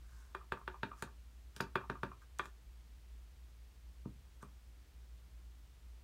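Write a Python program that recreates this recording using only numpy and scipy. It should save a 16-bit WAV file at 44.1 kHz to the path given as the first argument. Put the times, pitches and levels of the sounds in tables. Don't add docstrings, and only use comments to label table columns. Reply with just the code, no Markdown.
import sys
import numpy as np
from scipy import signal
from scipy.fft import rfft, irfft
from scipy.io import wavfile

SR = 44100
rng = np.random.default_rng(int(sys.argv[2]) if len(sys.argv) > 2 else 0)


def generate_wav(sig):
    pcm = np.round(np.clip(np.atleast_2d(sig).T, -1, 1) * 32767).astype(np.int16)
    wavfile.write(sys.argv[1], SR, pcm)


N = 266143

# frequency in Hz, level in dB rms.
HUM_LINES = [(57.9, -57), (115.8, -81.5), (173.7, -85)]
# frequency in Hz, relative spectral level in dB per Hz.
AIR_COLOUR = [(15, -65), (25, -17), (29, -22), (38, 2), (61, 2.5), (73, -2.5), (86, -27), (119, -14.5),
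              (144, -26), (173, -22), (198, -27.5), (322, -29), (537, -33.5), (3260, -37.5), (15500, -47)]
AIR_DB = -72
# frequency in Hz, decay time t60 in s, tail in dB against the direct sound.
ROOM_BANDS = [(148, 0.33, -8), (280, 0.24, -13), (423, 0.2, -1.5), (1110, 0.23, -9), (2720, 0.17, -3.5),
              (7000, 0.13, -4.5), (13850, 0.12, -6)]

# frequency in Hz, width in Hz, gain in dB, dB gained per unit of place.
CASE_MODES = [(925, 34, 10, -9), (1044, 51, 7.5, 5.5), (1147, 24, -2, 13), (1188, 50, 4, 11.5),
              (1190, 60.4, -0.5, 5.5), (1458, 64, 3, 7.5), (1573, 136, -1.5, -11), (1760, 75, -10.5, 19.5),
              (1840, 53, -21, 4), (2157, 78, -5, 7.5), (2413, 46, 7.5, 4.5), (2584, 120, 0, -1),
              (2793, 105, -2, -3), (3287, 270, 1, 5), (3690, 110, -5.5, -15), (4130, 230, -9.5, -5)]
# frequency in Hz, width in Hz, gain in dB.
TRAY_MODES = [(369, 10.5, 5.5), (386.4, 35, 10.5), (470, 66, -5), (555, 41, 0.5), (623, 38, -1),
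              (723, 44, -0.5)]
# frequency in Hz, width in Hz, gain in dB.
DESK_MODES = [(104, 12, 2), (142, 23, 7), (195, 24, 5), (222, 8, -3.5), (236.3, 9.1, -3.5), (282, 8.2, 3)]
# frequency in Hz, width in Hz, dB of the part lost.
MIC_DIP = [(10530, 330, -2)]
CUTOFF_HZ = 15750

# middle in seconds, half length in seconds,
# level in the case in dB, level of the rasp in dB.
BRUSHES = [(0.176, 0.13, -71.5, -76.5), (0.994, .03, -67.5, -70.5), (1.58, 0.025, -66, -71.5),
           (2.224, 0.015, -67, -78), (2.454, 0.03, -71, -73), (4.427, 0.012, -61, -71)]
# start in seconds, strength in dB, pitch in Hz.
INK_TICKS = [(1.024, -15.5, 7960), (1.5639, -21.5, 4830), (1.569, -35.5, 8500), (1.608, -15.5, 4940),
             (2.3872, -24, 6660), (2.4562, -30.5, 6950), (4.426, -34.5, 8240)]
# landing in seconds, peak in dB, pitch in Hz.
ROCKS = [(0.413, -48.5, 1160), (0.573, -46, 1150), (0.614, -48, 1100), (0.743, -42, 1040),
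         (0.916, -38.5, 1175), (1.075, -50, 1150), (1.667, -49, 1110), (1.813, -41, 1170),
         (1.839, -43, 1040), (1.955, -42.5, 1200), (2.117, -42, 1140), (4.053, -56, 1080),
         (4.435, -50, 1150)]
# knock in seconds, strength in dB, desk thud in dB,
# contact cut-off in Hz (low is soft), place on the pad from -1 to 1.
TAPS = [(0.3488, -3, -19, 1760, 0.54), (0.5212, 3.5, -1.5, 2320, -0.37), (0.6777, -1, -10.5, 2300, -0.29),
        (0.832, 1, 3, 3130, -0.73), (1.024, -2.5, -1.5, 2620, -0.59), (1.565, -18, -13, 3500, -0.13),
        (1.6042, 4, 4.5, 2560, -0.31), (1.756, 7.5, 3.5, 2040, 0.17), (1.8987, 1.5, 2, 1850, -0.41),
        (2.0327, 2.5, 3, 1860, -0.11), (2.395, 0.5, -10.5, 2530, 0.98), (2.456, -16.5, -15.5, 2890, 0.7),
        (4.0569, -5, 5.5, 360, 0.42), (4.4283, -15.5, -8, 1250, 0.73)]

CASE_DB, TRAY_DB = -8, -3.0
TRAY_FOLLOWS_THUD = 0.16
USUAL_CONTACT_HZ, SOFT_CONTACT_HZ = 2300, 1000
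KNOCK_HZ, KNOCK_RISE = 1413, 0.096
EDGE_HZ, EDGE_LAG_S = 3900, 0.0015
EDGE_DB = -29.5
REBOUND_S, REBOUND_DB = 0.015, -7


def from_db(db):
    return 10 ** (np.asarray(db) / 20)


def rms_one(x):
    return x / np.sqrt(np.mean(x ** 2) + 1e-20)


def filtered(x, hz, kind, order=2):
    safe_hz = np.clip(hz, 10, SR / 2 - 500)
    return signal.sosfilt(signal.butter(order, safe_hz, kind, fs=SR, output="sos"), x)


def at_hz(points, hz):
    known_hz, *columns = np.transpose(points)
    return [np.interp(np.log(hz), np.log(known_hz), column) for column in columns]


def ring(x, modes):
    out = 0
    for hz, width, db in modes:
        r = np.exp(-np.pi * width / SR)
        poles = [1, -2 * r * np.cos(2 * np.pi * hz / SR), r * r]
        out = out + from_db(db) * signal.lfilter([1, 0, -1], poles, x) * (1 - r * r) / 2
    return out


def blow(db, size=16384):
    return from_db(db) * signal.unit_impulse(size) + 1e-18


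def add(track, s, sound):
    i = round(s * SR)
    track[i:i + len(sound)] += sound[:len(track) - i]


def background(drone_hz=58.6, drone_width_hz=25, drone_db=-65.0):
    t = np.arange(N) / SR
    hum = sum(from_db(db) * np.sqrt(2) * np.sin(2 * np.pi * (hz * t + rng.random())) for hz, db in HUM_LINES)

    boom = [(drone_hz, drone_width_hz, 0)]
    narrow_noise = ring(ring(rng.standard_normal(N + SR), boom), boom)
    drone = rms_one(narrow_noise[SR:])

    colour_db, = at_hz(AIR_COLOUR, np.fft.rfftfreq(N, 1 / SR) + 1)
    air = irfft(rfft(rng.standard_normal(N)) * from_db(colour_db), N)
    air = filtered(air / np.std(filtered(air, 356, "high")), 75, "high")
    return hum + from_db(drone_db) * drone + from_db(AIR_DB) * air


def room(x, first_wall_s=0.00074, build_s=0.00034, size=14000):
    t = np.maximum(np.arange(size) / SR - first_wall_s, 0)
    edges = np.geomspace(80, 18000, 10)
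    tail = 0
    for low, high in zip(edges, edges[1:]):
        t60, db = at_hz(ROOM_BANDS, np.sqrt(low * high))
        envelope = (1 - np.exp(-t / build_s)) * from_db(-60 * t / t60)
        echoes = filtered(rng.standard_normal(size) * envelope, [low, high], "band")
        band_share = np.sqrt(2 * (high - low) / SR / size)
        tail = tail + from_db(db) * rms_one(echoes) * band_share
    return x + signal.fftconvolve(x, tail)[:len(x)]


def case(force, place, scatter_db):
    chance = scatter_db * rng.standard_normal(len(CASE_MODES))
    modes = [(hz, width, db + lean * place + luck)
             for (hz, width, db, lean), luck in zip(CASE_MODES, chance)]
    return ring(force, modes)


def knock(force, hz, width_hz):
    return filtered(force, [hz - width_hz / 2, hz + width_hz / 2], "band", order=3)


def hardness(contact_hz):
    return np.log2(contact_hz / USUAL_CONTACT_HZ)


def brushes(grains_per_s=2500, rasp_hz=6200, rasp_width_hz=4000, low_hz=1250, high_hz=1750):
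    t = np.arange(N) / SR
    catches = rng.standard_normal(N) * (rng.random(N) < grains_per_s / SR)
    body = rms_one(case(filtered(catches, [low_hz, high_hz], "band"), 0, scatter_db=9.5))
    rasp = rms_one(ring(catches, [(rasp_hz, rasp_width_hz, 0)]))
    out = np.zeros(N)
    for s, half, body_db, rasp_db in BRUSHES:
        swell = np.exp(-((t - s) / half) ** 2)
        out += swell * (from_db(body_db) * body + from_db(rasp_db) * rasp)
    return out


def edge_clacks():
    return [(s + EDGE_LAG_S, db + EDGE_DB, EDGE_HZ)
            for s, db, _, contact_hz, _ in TAPS if contact_hz > SOFT_CONTACT_HZ]


def ticks(crackle_s=0.0014, crackle_db=-18.0, snap_db=-4.0, width_hz=1900, spread_db=-10.0,
          low_hz=2400, top_hz=13500):
    out = np.zeros(N)
    for s, db, hz in INK_TICKS + edge_clacks():
        snap = blow(snap_db)
        slips = rng.standard_normal(len(snap)) * np.exp(-np.arange(len(snap)) / (crackle_s * SR))
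        force = from_db(db) * (snap + from_db(crackle_db) * slips)
        resonance = ring(force, [(hz, width_hz, 0)])
        spread = filtered(force, low_hz, "high")
        add(out, s, resonance + from_db(spread_db) * spread)
    return filtered(out, top_hz, "low")


def rocks(width_hz=380, case_db=-14.0, tray_db=-9.0, second_foot_db=-9.0, soft_hz=1900,
          graze_db=-13.0, graze_s=0.00424):
    out = np.zeros(N)
    for s, db, hz in ROCKS:
        force = filtered(filtered(blow(0), [hz / 2, hz * 2], "band"), soft_hz, "low")
        second_foot_s = rng.uniform(0.002, 0.005)
        contacts = [(-graze_s, graze_db), (0, 0), (second_foot_s, second_foot_db), (REBOUND_S, REBOUND_DB)]
        for lag_s, loss_db in contacts:
            landing = knock(force, hz, width_hz)
            landing = landing + from_db(case_db) * case(force, 0, scatter_db=4.0)
            landing = landing + from_db(tray_db) * ring(force, TRAY_MODES)
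            add(out, s + lag_s, from_db(db + loss_db) * landing / np.abs(landing).max())
    return out


def taps(knock_width_hz=600, rubber_cut_hz=4500, touch_db=-14.0, touch_lead_s=0.0016,
         case_lag_s=0.0007, desk_cut_hz=450, desk_lag_s=0.0022, wall_echo_s=0.01641, wall_echo_db=-7.0):
    out = np.zeros(N)
    for s, db, thud_db, contact_hz, place in TAPS:
        case_db = db + CASE_DB
        tray_db = db + TRAY_DB + TRAY_FOLLOWS_THUD * (thud_db - db)
        knock_hz = KNOCK_HZ * 2 ** (KNOCK_RISE * hardness(contact_hz))
        force = filtered(filtered(blow(0), contact_hz, "low"), rubber_cut_hz, "low", order=4)

        sound = case(from_db(case_db + touch_db) * force, place, scatter_db=4.0)
        add(sound, touch_lead_s, knock(filtered(blow(db), contact_hz, "low"), knock_hz, knock_width_hz))
        add(sound, touch_lead_s + case_lag_s, case(from_db(case_db) * force, place, scatter_db=0.5))

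        push = -filtered(force, desk_cut_hz, "low")
        thud = ring(from_db(thud_db) * push, DESK_MODES)
        tray = ring(from_db(tray_db) * push, TRAY_MODES)
        desk_s = touch_lead_s + desk_lag_s
        add(sound, desk_s, tray + thud)
        add(sound, desk_s + wall_echo_s, from_db(wall_echo_db) * thud)

        add(out, s - touch_lead_s, room(sound))
    return out


def scene():
    small_contacts = rocks() + ticks() + brushes()
    return (taps() + room(small_contacts) + background())[None]


def record(dry):
    coloured = dry - ring(dry, MIC_DIP)
    return signal.sosfilt(signal.ellip(10, 0.1, 70, CUTOFF_HZ, fs=SR, output="sos"), coloured)


dry = scene()
out = record(dry)
generate_wav(out)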